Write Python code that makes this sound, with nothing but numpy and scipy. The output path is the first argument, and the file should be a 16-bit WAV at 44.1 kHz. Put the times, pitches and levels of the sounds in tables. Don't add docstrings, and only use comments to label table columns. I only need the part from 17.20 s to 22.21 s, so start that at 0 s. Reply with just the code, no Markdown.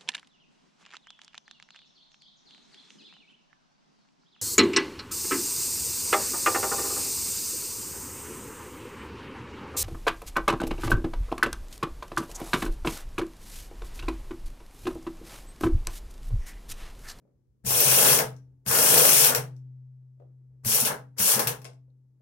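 import sys
import numpy as np
from scipy import signal
from scipy.fft import rfft, irfft, next_fast_len
from scipy.io import wavfile
from scipy.ndimage import uniform_filter1d

SR = 44100
rng = np.random.default_rng(int(sys.argv[2]) if len(sys.argv) > 2 else 0)


def wav_out(sig):
    wavfile.write(sys.argv[1], SR, np.round(np.clip(np.atleast_2d(sig).T, -1, 1) * 32767).astype(np.int16))


def gain_from_db(level_db):
    decades = np.asarray(level_db, float) / 20
    return 10 ** decades


N = 221117
SIZE = next_fast_len(N + SR // 2)
STEP = 32
PARTS = 3

# freq_hz, density_db
FLOOR = [(20, 22), (55, 27), (110, 5.5), (300, -10), (900, 2.5), (1500, -2), (4000, -6.5), (10000, -5.5),
         (15000, -6.5)]
# start_s, level_db
RUSTLE = [
    (.0, -68.5),
    (1.25, -72.5),
    (2.4, -76),
    (3.03, -69),
    (3.3, -72.5),
    (4.75, -89),
]
# freq_hz, density_db
RUSTLE_COLOUR = [(100, -29.5), (170, 2.5), (361, -5.5), (391, -6.5), (489, -9.5), (579, -16.5),
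                 (634, -19.5), (2500, -41), (3250, -73.5), (5500, -120)]
# start_s, peak_db
BUMPS = [
    (0.051, -66),
    (.075, -64.5),
    (.11, -73),
    (2.978, -71.5),
    (2.999, -50),
    (3.02, -54),
    (3.046, -71),
    (4.535, -70),
    (4.679, -68),
    (5.0, -68.5),
]
# freq_hz, density_db
KNOCK_COLOUR = [(150, -19), (380, -3.0), (520, 8.0), (700, -1.5), (1100, -17.5), (2000, -31), (6000, -50)]
# start_s, level_db, t60_s
RECOIL = [(.1, -66, 1), (.24, -66, 1.5), (.42, -39, 1.8), (.62, -54.5, .3), (1.0, -61.5, 1),
          (1.22, -66, 1.1), (1.44, -43, 0.33), (2.12, -54.5, 0.54), (2.96, -73, 1.8), (3.26, -66.5, 1),
          (3.41, -45, .25), (3.67, -53, .4), (3.96, -37.5, .15), (4.3, -58.5, 0.71), (4.64, -72.5, 0.55)]
# freq_hz, density_db
RECOIL_COLOUR = [(18, -33), (35, -14), (55, 5), (70, -2), (95, 0.5), (130, -16.5), (250, -62.5)]

# open_s, release_s, closing_time_s, full_flow_db, grind_over_shake_db
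PULLS = [
    (0.437, 0.928, 0.091, -17.5, -1),
    (1.449, 2.048, 0.092, -17, -1.5),
    (3.434, 3.55, 0.083, -16, 0.5),
    (3.964, 4.09, .11, -14.5, 2),
]
# start_s, level_db, t60_s
PUFFS = [
    (.995, -32.5, 0.19),
    (2.147, -25.5, 0.16),
    (3.597, -22, 0.21),
    (3.649, -20.5, 0.16),
    (4.19, -25, 0.22),
    (4.271, -26, .15),
]
# freq_hz, density_db
HISS = [(2470, -32), (4200, -13.5), (5700, -2.5), (6330, -6.5), (7830, -3), (8640, 1.5), (11000, 2),
        (11900, -1), (14400, 0), (15500, -17)]
# freq_hz, density_db
WHIRR = [(1240, -31.5), (2100, -6), (2690, 2.5), (2930, 0.5), (3190, 1), (3670, -5), (4500, -8),
         (5850, -28), (9900, -120)]
# time_s, level_db
LOAD = [
    [(.439, -61), (.497, -39.5), (.7, -34), (.889, -28), (.95, -32.5), (.997, -29), (1.08, -55.5)],
    [(1.454, -57.5), (1.472, -40.5), (1.53, -32), (1.74, -30), (1.765, -27), (1.93, -34.5), (2.1, -30.5),
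     (2.15, -33.5), (2.22, -51)],
    [(3.435, -63.5), (3.483, -42), (3.553, -37), (3.64, -44.5), (3.7, -33), (3.74, -44), (3.8, -63)],
    [(3.965, -60), (4.007, -43), (4.1, -37), (4.197, -35.5), (4.263, -43), (4.277, -37.5), (4.36, -56.5)],
]
# freq_hz, density_db
GRIND = [(440, -27.5), (750, -6), (878, 2), (1090, -2.5), (1140, -3), (1590, -0.5), (2200, -10),
         (2860, -30), (4840, -120)]

# freq_hz, density_db
RATTLE = [(88, -33), (150, -0.5), (162, -10.5), (334, -14.5), (425, -2.5), (488, 0.5), (534, -5.5),
          (626, -3.5), (780, -11), (1010, -40), (1720, -120)]
# pitch_hz, level_db, t60_s
SHELL = [(437.4, -1.5, 0.3), (492.3, -1, 0.24), (517, -17, 0.2), (655, -5.5, 0.22), (674.3, 0, 0.15),
         (818, -1.5, 0.18), (888, -5.5, 0.17), (1063.4, 5.5, 0.081), (1185, -14, .22)]
# pitch_hz, level_db, t60_s
SEAM = [(879, -49, 3), (368, -20, .8), (374, -23, .8), (277, -19, 1.1)]
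# start_s, level_db, t60_s
DRUM = [(.44, -37.5, 1.8), (.56, -46.5, 0.27), (.645, -33, 0.7), (0.859, -35.5, 0.66), (1.04, -38.5, .85),
        (1.46, -34, 0.26), (1.566, -40, 0.48), (1.691, -37.5, 0.401), (1.949, -40.5, 2.4),
        (2.15, -33.5, .8), (2.29, -40.5, 3.1), (3.01, -51.5, 11), (3.435, -38, 0.47), (3.6, -40.5, 0.38),
        (3.77, -47, 1.7), (3.99, -41, 0.16), (4.135, -36.5, 0.17), (4.245, -33.5, .3), (4.37, -46, 1.9)]
# start_s, peak_db, pitch_hz
JERKS = [
    (0.441, -36.5, 194.5),
    (0.464, -29.5, 99),
    (1.46, -36, 197.1),
    (1.478, -32, 95.4),
    (2.092, -35, 247.5),
    (3.451, -28.5, 107),
    (3.459, -33, 219.5),
    (3.623, -30.5, 231.5),
    (3.994, -33, 197.5),
    (4.16, -31, 222),
]

# start_s, peak_db, thud_db, bright_db
CLACKS = [(0.449, -34, -5.5, -10), (0.4648, -26, -1, -13.5), (0.5066, -17, -0.5, -2.5),
          (0.5618, -19, -2, -12), (0.603, -15.5, -3.5, 2), (0.9886, -9.5, -13, -10),
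          (1.463, -25.5, -1.5, -9), (2.0466, -7.5, -16.5, -9), (2.069, -17, -8, -10.5),
          (2.0973, -17, -3, -15), (2.1483, -8.5, -8.5, -12), (3.4484, -24.5, -10.5, -8.5),
          (3.5473, -19.5, -14.5, 1), (3.602, -21.5, -18.5, 0), (3.6307, -38, -5.5, -19),
          (3.6505, -13, -6, -9.5), (3.9838, -21, -9, -19.5), (4.0009, -18.5, -11, -9),
          (4.1373, -18.5, -5, -14.5), (4.1932, -12, 0, -8), (4.2717, -12, -11, -8.5),
          (4.4175, -41, -3.5, -16), (4.4444, -31, 1, -32.5), (4.4521, -29, -8, -35),
          (4.533, -54.5, 2.5, -40)]
# start_s, end_s, rate_hz, peak_db
HAMMERING = [
    (0.639, .96, 27.2, -12.5),
    (1.511, 2.03, 26.2, -14),
]
# freq_hz, density_db
CLACK = [(470, -33.5), (800, -9.5), (2380, -4), (2700, -5.5), (3420, -12.5), (5580, -7.5), (6330, -11.5),
         (12100, -1.5), (16000, 0.5)]
# pitch_hz, level_db, t60_s
ANVIL = [(1540, 0.5, .06), (2105, -3.5, 0.067), (2725, 2, 0.047), (4300, -7.5, 0.018), (5650, -8.5, 0.043),
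         (7700, -6.5, .14)]

# start_s, peak_db
TICKS = [
    (1.1644, -54.5),
    (2.365, -61),
]
# freq_hz, density_db
TICK = [(1500, -9), (3500, -10), (5800, 0), (8000, -4), (11000, -7), (16000, -13)]
# pitch_hz, level_db, t60_s
TICK_MODES = [(5480, -2, .2), (5620, -4, .25), (5720, -5, 0.1), (5950, 3.5, 0.097), (6470, -2.5, 0.045)]
# pitch_hz, level_db, t60_s
SOCKET = [(3800, 0, .03), (4170, 0, .03)]

# freq_hz, t60_s
ROOM_T60 = [(100, 0.67), (260, 0.27), (700, 0.27), (1840, 0.22), (4850, .2), (12800, 0.13)]
# freq_hz, left_minus_right_db
SIDES = [(60, 1), (92, -0.5), (140, 2), (210, -2), (330, 3.5), (500, 5.0), (770, -6), (1170, 4), (1790, 1),
         (2740, 2.5), (4190, 10.5), (6410, 13.5), (9810, -3.5), (15000, 0.5)]


def rms_one(x):
    return x / np.sqrt(np.mean(x ** 2) + 1e-20)


def at_hz(points, hz):
    table_hz, values = np.transpose(points)
    return np.interp(np.log(hz), np.log(table_hz), values)


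def butter(x, order, hz, kind="low"):
    return signal.sosfilt(signal.butter(order, hz, kind, fs=SR, output="sos"), x)


def coloured(x, spectrum):
    hz = np.clip(np.arange(SIZE // 2 + 1) * SR / SIZE, 1, 14600)
    cepstrum = irfft(at_hz(spectrum, hz) * np.log(10) / 20, SIZE)
    cepstrum[1:SIZE // 2] *= 2
    cepstrum[SIZE // 2 + 1:] = 0
    shape = np.exp(rfft(cepstrum))
    shape = shape / np.sqrt(np.mean(abs(shape) ** 2))
    return irfft(rfft(x, SIZE) * shape, SIZE)[..., :N]


def noise():
    return rng.standard_normal((PARTS, N)) / np.sqrt(PARTS)


def stereo_noise(spectrum):
    both, left, right = coloured(rng.standard_normal((3, N)), spectrum)
    return both, np.array([left, right])


def flutter(hz, depth_db):
    lowpass = signal.butter(2, hz, fs=SR / 8, output="sos")
    slow = signal.sosfilt(lowpass, rng.standard_normal((PARTS, N // 8 + 1)))
    return gain_from_db(depth_db * np.repeat(rms_one(slow), 8, axis=1)[:, :N])


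def patchy(x):
    spectrum = signal.stft(x, nperseg=256)[2]
    field = uniform_filter1d(rng.standard_normal(spectrum.shape[1:]), size=4, axis=1)
    field = rms_one(uniform_filter1d(field, size=4, axis=0))
    return signal.istft(spectrum * gain_from_db(1.5 * field), nperseg=256)[1][:, :N]


def clicks(times_s, levels_db):
    out = np.zeros(N)
    places = np.round(np.array(times_s) * SR).astype(int)
    out[np.minimum(places, N - 1)] = gain_from_db(levels_db)
    return out


def burst(train, t60_s):
    return signal.lfilter([1], [1, -gain_from_db(-60 / (t60_s * SR))], train) * noise()


def ring(x, modes):
    out = 0
    for hz, level_db, t60_s in modes:
        radius, angle = gain_from_db(-60 / (t60_s * SR)), 2 * np.pi * hz / SR
        poles = [1, -2 * radius * np.cos(angle), radius ** 2]
        out = out + gain_from_db(level_db) * signal.lfilter([0, np.sin(angle)], poles, x + 1e-18)
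    return out


def controls():
    return np.arange(0, N + STEP, STEP) / SR


def per_sample(gain):
    return np.interp(np.arange(N) / SR, controls(), gain)


def swells(rows, rise_s):
    t, gain = controls(), 0
    for start_s, level_db, t60_s in rows:
        rise = np.clip((t - start_s) / rise_s, 0, 1) ** 2
        decay_db = -60 * np.maximum(t - start_s - rise_s, 0) / t60_s
        gain = gain + rise * gain_from_db(level_db + decay_db)
    return per_sample(gain)


def air(start_db):
    opening_s, shut_db, closing_db, spin_up_s = 0.032, -50, -24, 0.12
    t, gain = controls(), 0
    for open_s, release_s, closing_s, full_db, _ in PULLS:
        since = np.maximum(t - open_s, 0)
        opening = shut_db * np.clip(1 - since / opening_s, 0, 1) ** 1.8
        closing = closing_db * (np.maximum(t - release_s, 0) / closing_s) ** 2
        speed = start_db * np.exp(-since / spin_up_s)
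        gain = gain + (t > open_s) * gain_from_db(np.maximum(full_db + speed + opening + closing, -200))
    return per_sample(gain) + swells(PUFFS, rise_s=0.005)


def load(grind_share=0):
    t, gain = np.arange(N) / SR, np.zeros(N)
    for rows, pull in zip(LOAD, PULLS):
        time_s, level_db = np.transpose(rows)
        active = (t > time_s[0]) * (t < time_s[-1])
        gain += gain_from_db(np.interp(t, time_s, level_db) + grind_share * pull[-1]) * active
    return uniform_filter1d(gain, size=120)


def background():
    both, sides = stereo_noise(RUSTLE_COLOUR)
    gain = swells([(start_s, level_db, 0.75) for start_s, level_db in RUSTLE], rise_s=0.027) + gain_from_db(-76)
    rustle = gain * flutter(25, 1.5)[0] * 0.54 * (both + sides)
    return rustle + gain_from_db(-87.5) * coloured(rng.standard_normal((2, N)), FLOOR)


def bumps():
    knock = coloured(burst(clicks(*np.transpose(BUMPS)), t60_s=0.045), KNOCK_COLOUR)
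    return butter(gain_from_db(3.0) * knock, 4, 130, "high")


def recoil():
    both, sides = stereo_noise(RECOIL_COLOUR)
    running = gain_from_db(-47.5) * air(start_db=-11)
    gain = swells(RECOIL, rise_s=0.046) + running + gain_from_db(-77.5)
    return gain * (0.4 * both + 0.26 * sides)


def exhaust():
    dull_hz, dull_follows, open_db = 11000, 0.45, -20.5
    flow = air(start_db=-11)
    jet = flow * flutter(50, 0.69) * patchy(coloured(noise(), HISS))
    top = butter(flow * coloured(noise(), HISS), 2, dull_hz, "high")
    return jet + top * gain_from_db(-4.5) * (flow / gain_from_db(open_db)) ** dull_follows


def motor():
    return gain_from_db(-14) * air(start_db=-16.5) * flutter(45, 3.7) * patchy(coloured(noise(), WHIRR))


def grind():
    return load(grind_share=1) * flutter(30, 4.0) * coloured(noise(), GRIND)


def shell(thud):
    shake = load() * flutter(21, 4.27) * noise()
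    spread = signal.lfilter([.004], [1, -gain_from_db(-60 / (0.045 * SR))], thud)
    rattle = gain_from_db(-1.0) * coloured(shake + gain_from_db(-10) * burst(spread, t60_s=0.06), RATTLE)
    drive = gain_from_db(-43.5) * shake + gain_from_db(-40.5) * burst(thud, t60_s=0.018)
    return butter(rattle + ring(drive, SHELL + SEAM), 4, 130, "high")


def drum():
    pitch_hz, swell_s, rest_db = 128.1, 0.032, -71
    t, gain = controls(), 0
    for start_s, level_db, t60_s in DRUM:
        taken = np.clip((t - start_s) / swell_s, 0, 1)
        decay_db = -60 * np.maximum(t - start_s - swell_s, 0) / t60_s
        gain = (1 - taken) * gain + taken * gain_from_db(level_db + decay_db)
    running = load() > 1e-4
    scatter = np.cumsum((0.014 * running + .002) * rng.standard_normal(N))
    note = np.sin(2 * np.pi * pitch_hz * np.arange(N) / SR + scatter)
    return np.sqrt(2) * per_sample(gain + gain_from_db(rest_db)) * note


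def lid():
    t60_s = 0.14
    out, t = np.zeros(N), np.arange(SR // 5) / SR
    for start_s, peak_db, pitch_hz in JERKS:
        gain = np.clip(t * pitch_hz / 2, 0, 1) * gain_from_db(peak_db - 60 * t / t60_s)
        first = round(start_s * SR)
        out[first:first + len(t)] += gain * np.sin(2 * np.pi * pitch_hz * t)
    return gain_from_db(-2.0) * out


def blows():
    start_s, peak_db, thud_db, bright_db = np.transpose(CLACKS)
    crack = clicks(start_s, peak_db)
    top = clicks(start_s, peak_db + bright_db + 6.5)
    thud = clicks(start_s, peak_db + thud_db)
    for start_s, end_s, rate_hz, level_db in HAMMERING:
        steady_s = np.arange(start_s, end_s, 1 / rate_hz)
        time_jitter, level_jitter = rng.standard_normal((2, len(steady_s)))
        train = clicks(steady_s + 0.0019 * time_jitter, level_db + 4.5 * level_jitter)
        crack, top, thud = crack + train, top + train, thud + gain_from_db(-15.5) * train
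    return crack, top, thud


def hammer(crack, top):
    split_hz = 9500
    body = butter(burst(crack, t60_s=.02), 4, split_hz)
    edge = burst(top, t60_s=0.024) + gain_from_db(1.5) * burst(top, t60_s=0.0017)
    edge = butter(edge, 4, split_hz, "high")
    return gain_from_db(1.8) * coloured(body + edge, CLACK) + gain_from_db(-34) * ring(burst(crack, t60_s=.003), ANVIL)


def valve():
    train = clicks(*np.transpose(TICKS))
    tick = gain_from_db(-0.5) * coloured(burst(train, t60_s=0.017), TICK)
    return tick + gain_from_db(-33.5) * ring(burst(train, t60_s=0.0043), TICK_MODES)


def socket():
    return ring(clicks([4.702], [-92]), SOCKET)


def room(x, wet_db):
    t, tail = np.arange(SR // 2) / SR, 0
    edges_hz = 40 * 2 ** np.arange(0, 9, .5)
    white = rng.standard_normal((2, 3, PARTS, len(t)))
    for k, (low_hz, high_hz) in enumerate(zip(edges_hz, np.append(edges_hz[1:], 19000))):
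        both, left, right = butter(white[k % 2], 2, [low_hz, high_hz], "band")
        t60_s = at_hz(ROOM_T60, low_hz * 2 ** 0.17)
        share = 1.0 / (1 + (low_hz / 300) ** 2)
        pair = np.sqrt(share) * both + np.sqrt(1 - share) * np.array([left, right])
        late = gain_from_db(-51.5 - 60 * t / (3.8 * t60_s))
        tail = tail + pair * (gain_from_db(-60 * t / t60_s) + late) / np.sqrt(t60_s * SR / 13.8)
    tail = gain_from_db(wet_db) * tail * np.clip(5 - 10 * t, 0, 1) * np.clip((t - .0015) / 0.00097, 0, 1)
    spots = np.arange(PARTS)
    tail[0, :, 0] = 0.86
    tail[1, spots, 4 + 8 * spots] = .5
    return irfft(np.sum(rfft(x, SIZE) * rfft(tail, SIZE), axis=1), SIZE)[:, :N]


def scene():
    crack, top, thud = blows()
    wrench = butter(exhaust() + motor() + grind() + hammer(crack, top), 3, 300, "high")
    tank = bumps() + shell(thud) + lid()
    heard = room(wrench + tank + valve() + socket(), wet_db=-2.0)
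    drum_sides = gain_from_db(np.array([[.4], [-.4]]))
    return heard + background() + recoil() + drum() * drum_sides


def low_pass(x):
    return signal.sosfilt(signal.butter(12, 16950, fs=SR, output="sos"), x)


def record(dry):
    hz = np.maximum(np.arange(SIZE // 2 + 1) * SR / SIZE, 1)
    ports = gain_from_db(np.array([[.5], [-.5]]) * at_hz(SIDES, hz))
    mix = irfft(rfft(dry, SIZE) * ports, SIZE)[:, :N]
    mix = signal.sosfilt(signal.ellip(12, .5, 75, 15950, fs=SR, output="sos"), mix)
    return low_pass(mix)


dry = scene()
out = record(dry)
wav_out(out)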